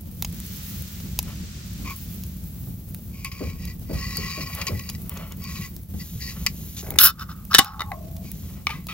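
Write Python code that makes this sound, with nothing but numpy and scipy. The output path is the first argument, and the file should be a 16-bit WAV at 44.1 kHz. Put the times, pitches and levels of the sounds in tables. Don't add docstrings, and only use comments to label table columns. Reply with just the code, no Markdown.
import sys
import numpy as np
from scipy import signal
from scipy.fft import rfft, irfft
from scipy.io import wavfile
from scipy.ndimage import uniform_filter1d

SR = 44100
rng = np.random.default_rng(int(sys.argv[2]) if len(sys.argv) > 2 else 0)


def master(y):
    cut = np.clip(np.atleast_2d(y).T, -1, 1)
    pcm = np.round(cut * 32767)
    wavfile.write(sys.argv[1], SR, pcm.astype(np.int16))


N = 393813
TIME = np.arange(N) / SR
HZ = np.fft.rfftfreq(N, 1 / SR)


RUMBLE_COLOUR = [(20, -30.5), (52, 2), (81, 4), (128, -3.5), (181, 1.5), (250, -12.5), (375, -22.5),
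                 (700, -31.5), (1500, -40)]
WASH_COLOUR = [(400, -35), (1280, 0), (4000, 3.5), (7000, 3.5), (11000, -7), (14300, -39.5)]
RUMBLE_DB, WASH_DB = -34.5, -66.5
# start in seconds, length in seconds, level in dB.
FLARES = [(0.05, 1.71, -44.5), (1.01, 1.79, -47)]
# time in seconds, level in dB before SIZZLE_LIFT_DB.
SIZZLE_CURVE = [(0.1, -52), (0.7, -41), (1.55, -56.5), (2.0, -45.5), (3.5, -54), (4.5, -45.5), (5.2, -50.5),
                (8.9, -55)]
SIZZLE_LIFT_DB = 6.5
SIZZLE_COLOUR = [(3000, -12.5), (5800, -9), (9000, -6), (11000, 4), (14000, 0.5), (15800, 8.5)]
# start in seconds, length in seconds, depth in dB.
LULLS = [(3.73, 0.1, -3), (5.79, 0.13, -5.5), (7.592, 0.17, -7)]
# start in seconds, peak of the bright top in dB, peak of the woody body in dB.
POPS = [(0.1143, -34, -60), (0.2235, -13.5, -23.5), (0.2475, -22, -25), (0.402, -23.5, -60),
        (1.002, -45, -40.5), (1.1898, -12, -19), (1.2286, -28, -44), (1.906, -27, -42), (2.2366, -27, -39),
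        (2.9464, -25.5, -41.5), (3.2468, -22.5, -49), (3.6533, -24, -45), (4.17, -16, -43),
        (4.551, -25, -42), (4.899, -21, -31), (5.095, -20.5, -47), (5.1738, -32, -36), (5.322, -30, -38.5),
        (5.441, -28, -37.5), (5.7652, -26.5, -60), (6.906, -17, -52), (7.452, -31, -61), (7.646, -18, -30),
        (8.166, -34, -43), (8.3167, -21.5, -47), (8.869, -27, -38)]
WOOD_COLOUR = [(300, 10.5), (1000, 16.5), (1700, 1.5), (2600, 17), (4500, 17), (7000, 18), (11000, -30)]
# start in seconds, level in dB, length in seconds.
RUSTLES = [(1.243, -44, 0.11), (4.432, -41.5, 0.33), (4.935, -47, 0.56), (5.128, -47.5, 0.16),
           (6.283, -46.5, 0.22), (8.355, -54.5, 0.34)]
# start in seconds, peak in dB, factor on the pitch.
BUMPS = [(2.669, -30.5, 0.76), (3.405, -25, 1.62), (3.434, -23, 0.61), (3.894, -26, 1.74),
         (3.931, -19.5, 0.52), (4.18, -32.5, 1.42), (4.374, -32.5, 1.9), (4.691, -27.5, 1.7),
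         (4.715, -20, 0.58), (5.937, -23.5, 0.64)]
SOIL_COLOUR = [(60, -20.5), (130, 10), (235, -0.5), (330, 3), (450, -16.5), (800, -21), (2500, -40)]

# start in seconds, length in seconds, level of the
# drive in dB, grip of the hand from 0 to 1, low cut in Hz (high for a light touch).
RUBS = [(1.832, 0.12, -36, 1, 300), (3.082, 0.25, -45, 1, 2760), (3.274, 0.32, -43, 0.78, 1350),
        (3.551, 0.22, -45.5, 0.34, 1880), (3.823, 0.65, -36.5, 0.14, 1450), (4.09, 0.71, -39.5, 0.4, 1420),
        (4.4, 0.036, -32, 0, 1000), (4.671, 0.34, -45, 0.27, 1780), (5.361, 0.38, -40, 0.53, 1590),
        (5.986, 0.046, -35, 0, 2300), (6.186, 0.17, -35, 0.01, 2480), (8.214, 0.13, -48.5, 0.97, 2800)]
RUB_RISE, RUB_FALL = 0.35, 0.4
GRIT_COLOUR = [(400, 17.5), (900, 11), (2500, 3.5), (5000, -8.5), (7000, 9), (9000, -8), (12000, -28.5)]
FULL_CAN = [(1089, 18.6, 8.5), (1953, 53, 8.5), (2380, 165, -8), (2710, 51, -6), (3950, 110, -3),
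            (4594, 146, 2), (5100, 79, -2.5)]
GRIPPED_CAN = [(1081, 26, 22), (2250, 134, 11.5), (2397, 43, 14.5), (4600, 580, -2)]
WALL_DRIFT, WALL_SWELL_DB = 0.01, 3.5
# start in seconds, length in seconds, level of the grain in dB,
# level of the dry hiss in dB.
SLIDES = [(4.468, 0.16, -56, -49), (5.464, 0.23, -45.5, -45.5), (5.904, 0.66, -49, -44.5),
          (6.494, .46, -49.5, -43), (6.761, 0.058, -38.5, -54), (8.2, 0.4, -54, -50.5)]
FINGERTIP_COLOUR = [(900, -9.5), (2400, -1.5), (3800, 4.5), (5200, 2), (6800, 9.5), (9000, -8)]
# start in seconds, peak in dB, grip of the hand
# from 0 to 1, time in seconds for the drive to fall 60 dB.
CLICKS = [(3.246, -27, 1, 0.12), (3.316, -35.5, 0.9, 0.078), (4.614, -24.5, 0.76, 0.044),
          (4.668, -22.5, 0.3, 0.089), (4.682, -23.5, 0.8, 0.024), (4.794, -30.5, 0.6, 0.021),
          (4.89, -27, 0, 0.02), (4.95, -37, 0.1, 0.026), (6.464, -12, 0.16, 0.012),
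          (6.4676, -15, 0.2, 0.015)]
NAIL_CUT_HZ = 2060

OPEN_S = 7.59
# start in seconds, peak in dB, time in seconds for the
# drive to fall 60 dB, factor on the resonances.
KNOCKS = [(7.918, -26, 0.0055, 0.79), (8.669, -13, 0.01, 0.9), (8.692, -31, 0.094, 0.66),
          (8.702, -28.5, 0.13, 0.91), (8.733, -38.5, 0.27, 0.8), (8.886, -31.5, 0.33, 0.95)]
OPEN_CAN = [(1344, 71, 16), (2105, 160, -1), (2570, 210, 13.5), (3230, 200, 3.5), (3800, 250, -3.5),
            (4600, 110, -3)]
# time in seconds, frequency in Hz.
MOUTH_NOTE = [(7.6, 785), (7.649, 835), (7.907, 860), (7.928, 700), (8.03, 635), (8.159, 675)]
FIZZ_DB, FIZZ_T60, FIZZ_END_S = -41.5, 3.2, 8.27
# start in seconds, level in dB.
JOLTS = [(7.587, -24), (7.914, -31)]
JOLT_T60 = 0.061
TORN_LID = [(1097, 20, 6), (1230, 16, 6.5), (1770, 12, -9), (2020, 35, 1.5), (2870, 8.5, 0),
            (3680, 13, 8.5)]
LID_RING_DB, LID_RING_T60 = -33.5, 0.033
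# start in seconds, peak in dB, time in seconds for the drive
# to fall 60 dB.
TAB_SCRAPES = [(7.794, -24, 0.015), (7.805, -17, 0.029), (7.818, -20, 0.0066)]
FINGER_DAMPING = 6

CREAK_S, SLIP_PERIOD_S, SLIP_COUNT = 6.825, 0.0185, 9
SLIP_DB, SLIP_GROWTH_DB_PER_S = -34, 33
SLIP_SCATTER_DB = 1.5
DRAG_COLOUR = [(300, -19), (650, 3), (1100, -13), (4000, -28)]
DRAG_DB = -47
# start in seconds, length in seconds, flow in dB.
PUFFS = [(6.977, 0.14, -11.5), (7.089, 0.031, -22.5), (7.175, 0.077, -24.5), (7.28, 0.058, -29.5),
         (7.08, 0.42, -41.5), (7.497, 0.062, -23.5)]
PUFF_RISE, PUFF_FALL = 0.29, 0.39
VENT_DB, VENT_RISE_S, VENT_T60 = -24, 0.066, 0.53
GAS_COLOUR = [(300, -13), (900, -1.5), (1450, 7.5), (2000, -8), (3200, 7.5), (6700, 3), (12000, -36)]
JET_COLOUR = [(4000, -32), (7000, -14.5), (9000, -12), (10500, 6), (14800, 8)]
HOLLOW_HZ, HOLLOW_RISE_HZ, HOLLOW_WIDTH_HZ = 1234, 190, 325
# start in seconds, peak in dB, rise in seconds,
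# time in seconds for the drive to fall 60 dB, top sizzle in dB against that peak, low cut in Hz (high while
SNAPS = [(6.9867, -1, 0.00095, 0.013, 0, 2400), (7.532, -21, 0.00065, 0.011, -24.5, 900),
         (7.541, -10, 0.001, 0.014, -27.5, 900), (7.5455, 2, 0.0031, 0.01, -5, 1000),
         (7.555, -21, 0.0012, 0.13, -6.5, 700), (7.582, -3.5, 0.0076, 0.025, -0.5, 250),
         (7.59, -4.5, 0.00095, 0.0092, -9, 60), (7.597, -30.5, 0.0016, 0.17, -5.5, 400)]
LID = [(1600, 880, -6), (2990, 46, 0.5), (3670, 300, -2.5), (4870, 400, -17)]
LID_SHIFT = .02
TEAR_COLOUR = [(120, -16), (250, 1), (480, -11), (1470, -19), (2300, -15.5), (3200, -2.5), (6300, -7.5),
               (10000, -24.5), (14000, -64)]

# frequency in Hz, radians that left leads.
PORT_PHASE = [(50, 0), (500, .9), (1300, .7), (2400, 1.3), (6500, 1.9), (8500, 3), (10500, 1.1),
              (12300, .2)]
# frequency in Hz, left minus right in dB.
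PORT_BALANCE = [(100, 0), (600, 2), (1300, -.5), (2400, 3.5), (4400, 3), (8100, -.5), (15000, 0)]
# frequency in Hz, left-right likeness from -1 to 1.
LIKENESS = [(150, 0.96), (380, 0.76), (950, -0.085), (6000, 0.11), (11000, -0.78), (13000, 1)]
EDGE_HZ = 15880


def gain_of(db):
    return 10 ** (np.asarray(db) / 20)


def evened(x):
    return x / np.sqrt(np.mean(x ** 2) + 1e-20)


def read(points, hz):
    f, value = np.transpose(points)
    return np.interp(np.log(hz + 1), np.log(f + 1), value)


def level(rows):
    s, db = np.transpose(rows)
    return gain_of(np.interp(TIME, s, db))


def add(mix, s, sound):
    part = mix[max(round(s * SR), 0):][:len(sound)]
    part += sound[:len(part)]


def swell(start, length, rise, fall):
    u = (TIME - start) / length
    on = (u > 0) & (u < 1)
    out = np.zeros(N)
    ramp = np.clip(np.minimum(u[on] / rise, (1 - u[on]) / fall), 0, 1)
    out[on] = np.sin(np.pi / 2 * ramp) ** 2
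    return out


def dying(start, rise, t60):
    t = TIME - start
    return np.clip(t / rise, 0, 1) * np.exp(-np.log(1000) * np.maximum(t - rise, 0) / t60)


def wander(per_s):
    knots = np.arange(0, N / SR + 1, .5 / per_s)
    return evened(np.interp(TIME, knots, rng.standard_normal(len(knots))))


def grains(per_s, spread_db):
    sizes = gain_of(spread_db * np.minimum(rng.exponential(1, N), 4))
    present = rng.random(N) < per_s / SR
    return evened(sizes * rng.choice([-1, 1], N) * present)


def burst(rise, t60, size=6000):
    t = np.arange(size) / SR
    decay = gain_of(-60 * np.maximum(t - rise, 0) / t60)
    return rng.standard_normal(size) * np.minimum(t / rise, 1) * decay


def through(x, response):
    return signal.oaconvolve(x, response)[:len(x)]


def above(x, cut_hz):
    return signal.sosfilt(signal.butter(2, cut_hz, "high", fs=SR, output="sos"), x)


def colour(spectrum, size=2048):
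    db = np.maximum(read(spectrum, abs(np.fft.fftfreq(size, 1 / SR))), -90)
    log_gain = np.log(gain_of(db))
    taps = np.fft.ifft(np.exp(np.conj(signal.hilbert(log_gain)))).real
    return taps / np.linalg.norm(taps)


def body(modes, spectrum, broad_db, pitch=1, damping=1, size=9000):
    t = np.arange(size) / SR
    ring = np.zeros(size)
    for hz, width, db in modes:
        decay = np.exp(-np.pi * width * damping * t)
        ring += gain_of(db) * width * decay * np.cos(2 * np.pi * hz * pitch * t)
    ring = ring / np.linalg.norm(ring)
    add(ring, 0, gain_of(broad_db) * colour(spectrum))
    return ring / np.linalg.norm(ring)


def resonate(x, hz, width):
    driven, out = np.flatnonzero(x), np.zeros(N)
    on = slice(driven[0], driven[-1] + SR // 20)
    turn = np.exp(2j * np.pi * np.cumsum(hz[on]) / SR)
    r = np.exp(-np.pi * width / SR)
    smooth = signal.lfilter([1 - r], [1, -r], x[on] * turn.conj() + 1e-18)
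    out[on] = 2 * (turn * smooth).real
    return out


def crowded(x, t60, size=4000):
    tail = burst(1 / SR, t60, size)
    return through(x, tail / np.linalg.norm(tail))


def loudest(x, db, size=88):
    return gain_of(db) * x / np.sqrt(uniform_filter1d(x ** 2, size, mode="constant").max())


def surround(spectrum):
    a, b = rfft(rng.standard_normal((2, N)))
    same = np.clip(read(LIKENESS, HZ), -1, 1)
    mid, side = a * np.sqrt(1 + same), b * np.sqrt(1 - same)
    return evened(irfft(np.array([mid + side, mid - side]) * gain_of(read(spectrum, HZ)), N))


def ports(x):
    half = np.exp(.5j * read(PORT_PHASE, HZ)) * gain_of(read(PORT_BALANCE, HZ) / 2)
    return irfft(rfft(x) * np.array([half, 1 / half]), N)


def rocks(x, t60, size=9000):
    t = np.arange(size) / SR
    sparse = rng.random((2, size)) < .1
    taps = rng.standard_normal((2, size)) * sparse * (t > .002) * gain_of(-60 * t / t60)
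    return np.array([through(x, side / np.linalg.norm(side)) for side in taps])


def outdoors():
    gusts = gain_of(1.7 * wander(per_s=60) + 1.3 * wander(per_s=6))
    rumble = gain_of(RUMBLE_DB) * evened(surround(RUMBLE_COLOUR) * gusts)
    flares = sum(gain_of(db) * swell(s, length, rise=0.33, fall=0.7) for s, length, db in FLARES)
    wash = (gain_of(WASH_DB) + flares) * surround(WASH_COLOUR)
    crackle = through(crowded(grains(per_s=90, spread_db=4.5), t60=.012), colour(SIZZLE_COLOUR))
    sizzle = surround(SIZZLE_COLOUR) * gain_of(1.5 * wander(per_s=20)) + gain_of(-8.0) * crackle
    return rumble + wash + gain_of(SIZZLE_LIFT_DB) * level(SIZZLE_CURVE) * sizzle


def lulls():
    return gain_of(sum(db * swell(s, length, rise=.5, fall=0.48) for s, length, db in LULLS))


def fire_pops():
    out, wood, top = np.zeros(N), colour(WOOD_COLOUR), colour(SIZZLE_COLOUR)
    for s, top_db, body_db in POPS:
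        crack = burst(.0001, t60=.016)
        add(out, s, loudest(through(crack, wood), body_db))
        tick = burst(.0001, t60=.005)
        add(out, s, loudest(through(tick, top), top_db))
    echo = gain_of(-13) * rocks(out, t60=.04)
    return out + echo


def rustles():
    press = np.zeros(N)
    for s, db, length in RUSTLES:
        press += gain_of(db) * np.sin(np.pi * np.clip((TIME - s) / length, 0, 1)) ** 2
    crumbs = crowded(grains(per_s=2000, spread_db=3) * gain_of(3.5 * wander(per_s=30)), t60=.04)
    return through(press * evened(crumbs), colour([(250, -20), (550, 5.5), (2400, 0), (8000, -16.5)]))


def bumps():
    out = np.zeros(N)
    for s, db, pitch in BUMPS:
        thud = colour([(hz * pitch, gain_db) for hz, gain_db in SOIL_COLOUR])
        add(out, s, loudest(through(burst(0.0016, t60=0.25), thud), db))
    return out


def sealed_can():
    grit = evened(grains(per_s=3500, spread_db=3.5) * gain_of(1.2 * wander(per_s=45)))
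    loose, firm = np.zeros((2, N))
    for s, length, db, grip, cut_hz in RUBS:
        stroke = gain_of(db) * swell(s, length, RUB_RISE, RUB_FALL) * above(grit, cut_hz)
        grip = np.clip(grip, 0, 1)
        loose += stroke * np.sqrt(1 - grip)
        firm += stroke * np.sqrt(grip)
    wall = np.zeros(N)
    for hz, width, db in FULL_CAN:
        drift = WALL_DRIFT * wander(per_s=7)
        lift_db = WALL_SWELL_DB * wander(per_s=12)
        wall += resonate(loose * gain_of(db + lift_db), hz * (1 + drift), width)
    scrape = through(loose, colour(GRIT_COLOUR))
    held = through(firm, body(GRIPPED_CAN, GRIT_COLOUR, broad_db=-12))
    return gain_of(10) * wall + gain_of(-10) * scrape + held


def fingertips():
    grain, hiss = np.zeros((2, N))
    for s, length, db, hiss_db in SLIDES:
        stroke = swell(s, length, rise=0.19, fall=0.18)
        grain += gain_of(db) * stroke
        hiss += gain_of(hiss_db) * stroke
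    fine = through(grain * grains(per_s=13000, spread_db=5.5), colour(FINGERTIP_COLOUR))
    return fine + through(hiss * rng.standard_normal(N), colour(JET_COLOUR))


def clicks():
    out = np.zeros(N)
    wall = body(FULL_CAN, GRIT_COLOUR, broad_db=-3, damping=1.7)
    held = body(GRIPPED_CAN, GRIT_COLOUR, broad_db=-25)
    for s, db, grip, t60 in CLICKS:
        scratch = above(burst(0.00045, t60), NAIL_CUT_HZ)
        add(out, s, loudest(through(scratch, (1 - grip) * wall + grip * held), db))
    return out


def open_can():
    out = np.zeros(N)
    for s, db, t60, pitch in KNOCKS:
        blow = gain_of(-0.5) * burst(1 / SR, t60)
        blow[0] = 1
        can = body(OPEN_CAN, TEAR_COLOUR, broad_db=-24, pitch=pitch)
        add(out, s, loudest(through(blow, can), db))
    return out


def mouth(width_hz=85, upper_hz=1082):
    s, hz = np.transpose(MOUTH_NOTE)
    r = np.exp(-np.pi * width_hz / SR)
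    notes = []
    for pitch in (np.interp(TIME, s, hz), np.full(N, upper_hz)):
        noise = rng.standard_normal(N) + 1j * rng.standard_normal(N)
        flutter = signal.lfilter([1], [1, -2 * r, r * r], noise)
        notes.append(evened((flutter * np.exp(2j * np.pi * np.cumsum(pitch) / SR)).real))
    covered = np.interp(TIME, [7.93, 8.05], [1.1, .1])
    ending = np.clip((FIZZ_END_S - TIME) / 0.042, 0, 1)
    fizz = gain_of(FIZZ_DB) * dying(OPEN_S, 0.0094, FIZZ_T60) * ending
    jolt = sum(gain_of(db) * dying(s, 0.009, JOLT_T60) for s, db in JOLTS)
    return (fizz + jolt) * (gain_of(1.0) * notes[0] + covered * notes[1])


def torn_lid():
    out = np.zeros(N)
    free = body(TORN_LID, TEAR_COLOUR, broad_db=-34)
    touched = body(TORN_LID, TEAR_COLOUR, broad_db=-22, damping=FINGER_DAMPING)
    add(out, OPEN_S, loudest(through(burst(0.00107, LID_RING_T60, size=12000), free), LID_RING_DB))
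    for s, db, t60 in TAB_SCRAPES:
        add(out, s, loudest(through(burst(0.00092, t60), touched), db))
    return out


def creak(fastest_hz=1400, size=2048):
    out, hz = np.zeros(N), np.fft.rfftfreq(size, 1 / SR)
    octaves = np.clip(np.log2((hz + 1) / fastest_hz), -2, 1)
    lag = .001 + np.where(octaves < 0, .0018, .003) * octaves ** 2
    slip_colour = [(150, 2.5), (550, -7.5), (900, -15.0), (1300, -22), (2200, -14.0), (2800, -33), (6000, -29)]
    shape = gain_of(read(slip_colour, hz))
    chirp = irfft(shape * np.exp(-2j * np.pi * np.cumsum(lag) * SR / size))
    for t in np.arange(SLIP_COUNT) * SLIP_PERIOD_S:
        db = SLIP_DB + SLIP_GROWTH_DB_PER_S * t + SLIP_SCATTER_DB * rng.standard_normal()
        start = CREAK_S + t + .0015 * rng.standard_normal()
        add(out, start, loudest(through(burst(0.002, t60=0.035), chirp), db))
    stroke = swell(CREAK_S - SLIP_PERIOD_S, (SLIP_COUNT + 1) * SLIP_PERIOD_S, RUB_RISE, RUB_FALL)
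    drag = stroke * rng.standard_normal(N)
    return out + gain_of(DRAG_DB) * through(drag, colour(DRAG_COLOUR))


def gas_flow():
    puffs = sum(gain_of(db) * swell(s, length, PUFF_RISE, PUFF_FALL) for s, length, db in PUFFS)
    return puffs + gain_of(VENT_DB) * dying(OPEN_S, VENT_RISE_S, VENT_T60)


def gas(growth=1.84, full_flow_db=-11.0, flutter_db=2):
    flow = gas_flow()
    effort = flow / gain_of(full_flow_db)
    flutter = gain_of(flutter_db * wander(per_s=220))
    pitch = HOLLOW_HZ + HOLLOW_RISE_HZ * effort
    sputter = grains(per_s=3700, spread_db=5) * flow * flutter
    hollow = resonate(resonate(sputter, pitch, HOLLOW_WIDTH_HZ), pitch, HOLLOW_WIDTH_HZ)
    rush = crowded(rng.standard_normal(N) * effort ** growth, t60=0.02) * flutter
    pressure = np.interp(TIME, [7.05, 7.12], [1, .15])
    jet = pressure * through(rush, colour(JET_COLOUR))
    return gain_of(8.5) * hollow + gain_of(-16.5) * through(rush, colour(GAS_COLOUR)) + gain_of(-4.5) * jet


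def snaps(ragged_db=3):
    out, top = np.zeros(N), colour([(3000, -21.5), (7000, 11.0), (15500, 1)])
    for s, db, rise, t60, top_db, cut_hz in SNAPS:
        pitch = 1 + LID_SHIFT * rng.standard_normal()
        lid = above(body(LID, TEAR_COLOUR, broad_db=-6, pitch=pitch), cut_hz)
        tear, spray = burst(rise, t60), burst(rise, t60)
        ragged = evened(uniform_filter1d(rng.standard_normal(len(tear)), size=30))
        crackle = gain_of(ragged_db * ragged)
        add(out, s, loudest(through(tear * crackle, lid), db))
        add(out, s, loudest(through(spray * crackle, top), db + top_db))
    return out


def scene():
    ground = rustles() + bumps()
    handling = sealed_can() + fingertips() + clicks()
    opened = open_can() + mouth() + torn_lid()
    can = ground + handling + opened + creak() + gas() + snaps()
    scattered = signal.sosfilt(signal.butter(2, 7000, fs=SR, output="sos"), can)
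    near = ports(can) + gain_of(-10.0) * rocks(scattered, t60=0.098)
    return lulls() * outdoors() + fire_pops() + near


def record(dry, threshold_db=-17, recovery_db_per_s=45, share=0.44):
    clipped = dry / (1 + dry ** 8) ** (1 / 8)
    power_db = 10 * np.log10(abs(uniform_filter1d((clipped ** 2).mean(0), size=400)) + 1e-12)
    fall = TIME * recovery_db_per_s
    held_db = np.maximum(np.maximum.accumulate(power_db + fall) - fall - threshold_db, 0)
    duck_db = share * np.roll(uniform_filter1d(held_db, size=1500), round(.1 * SR))
    lowpass = signal.firwin(511, EDGE_HZ, window=("kaiser", 8), fs=SR)
    return signal.oaconvolve(clipped / gain_of(duck_db), lowpass[None], "same")


dry = scene()
out = record(dry)
master(out)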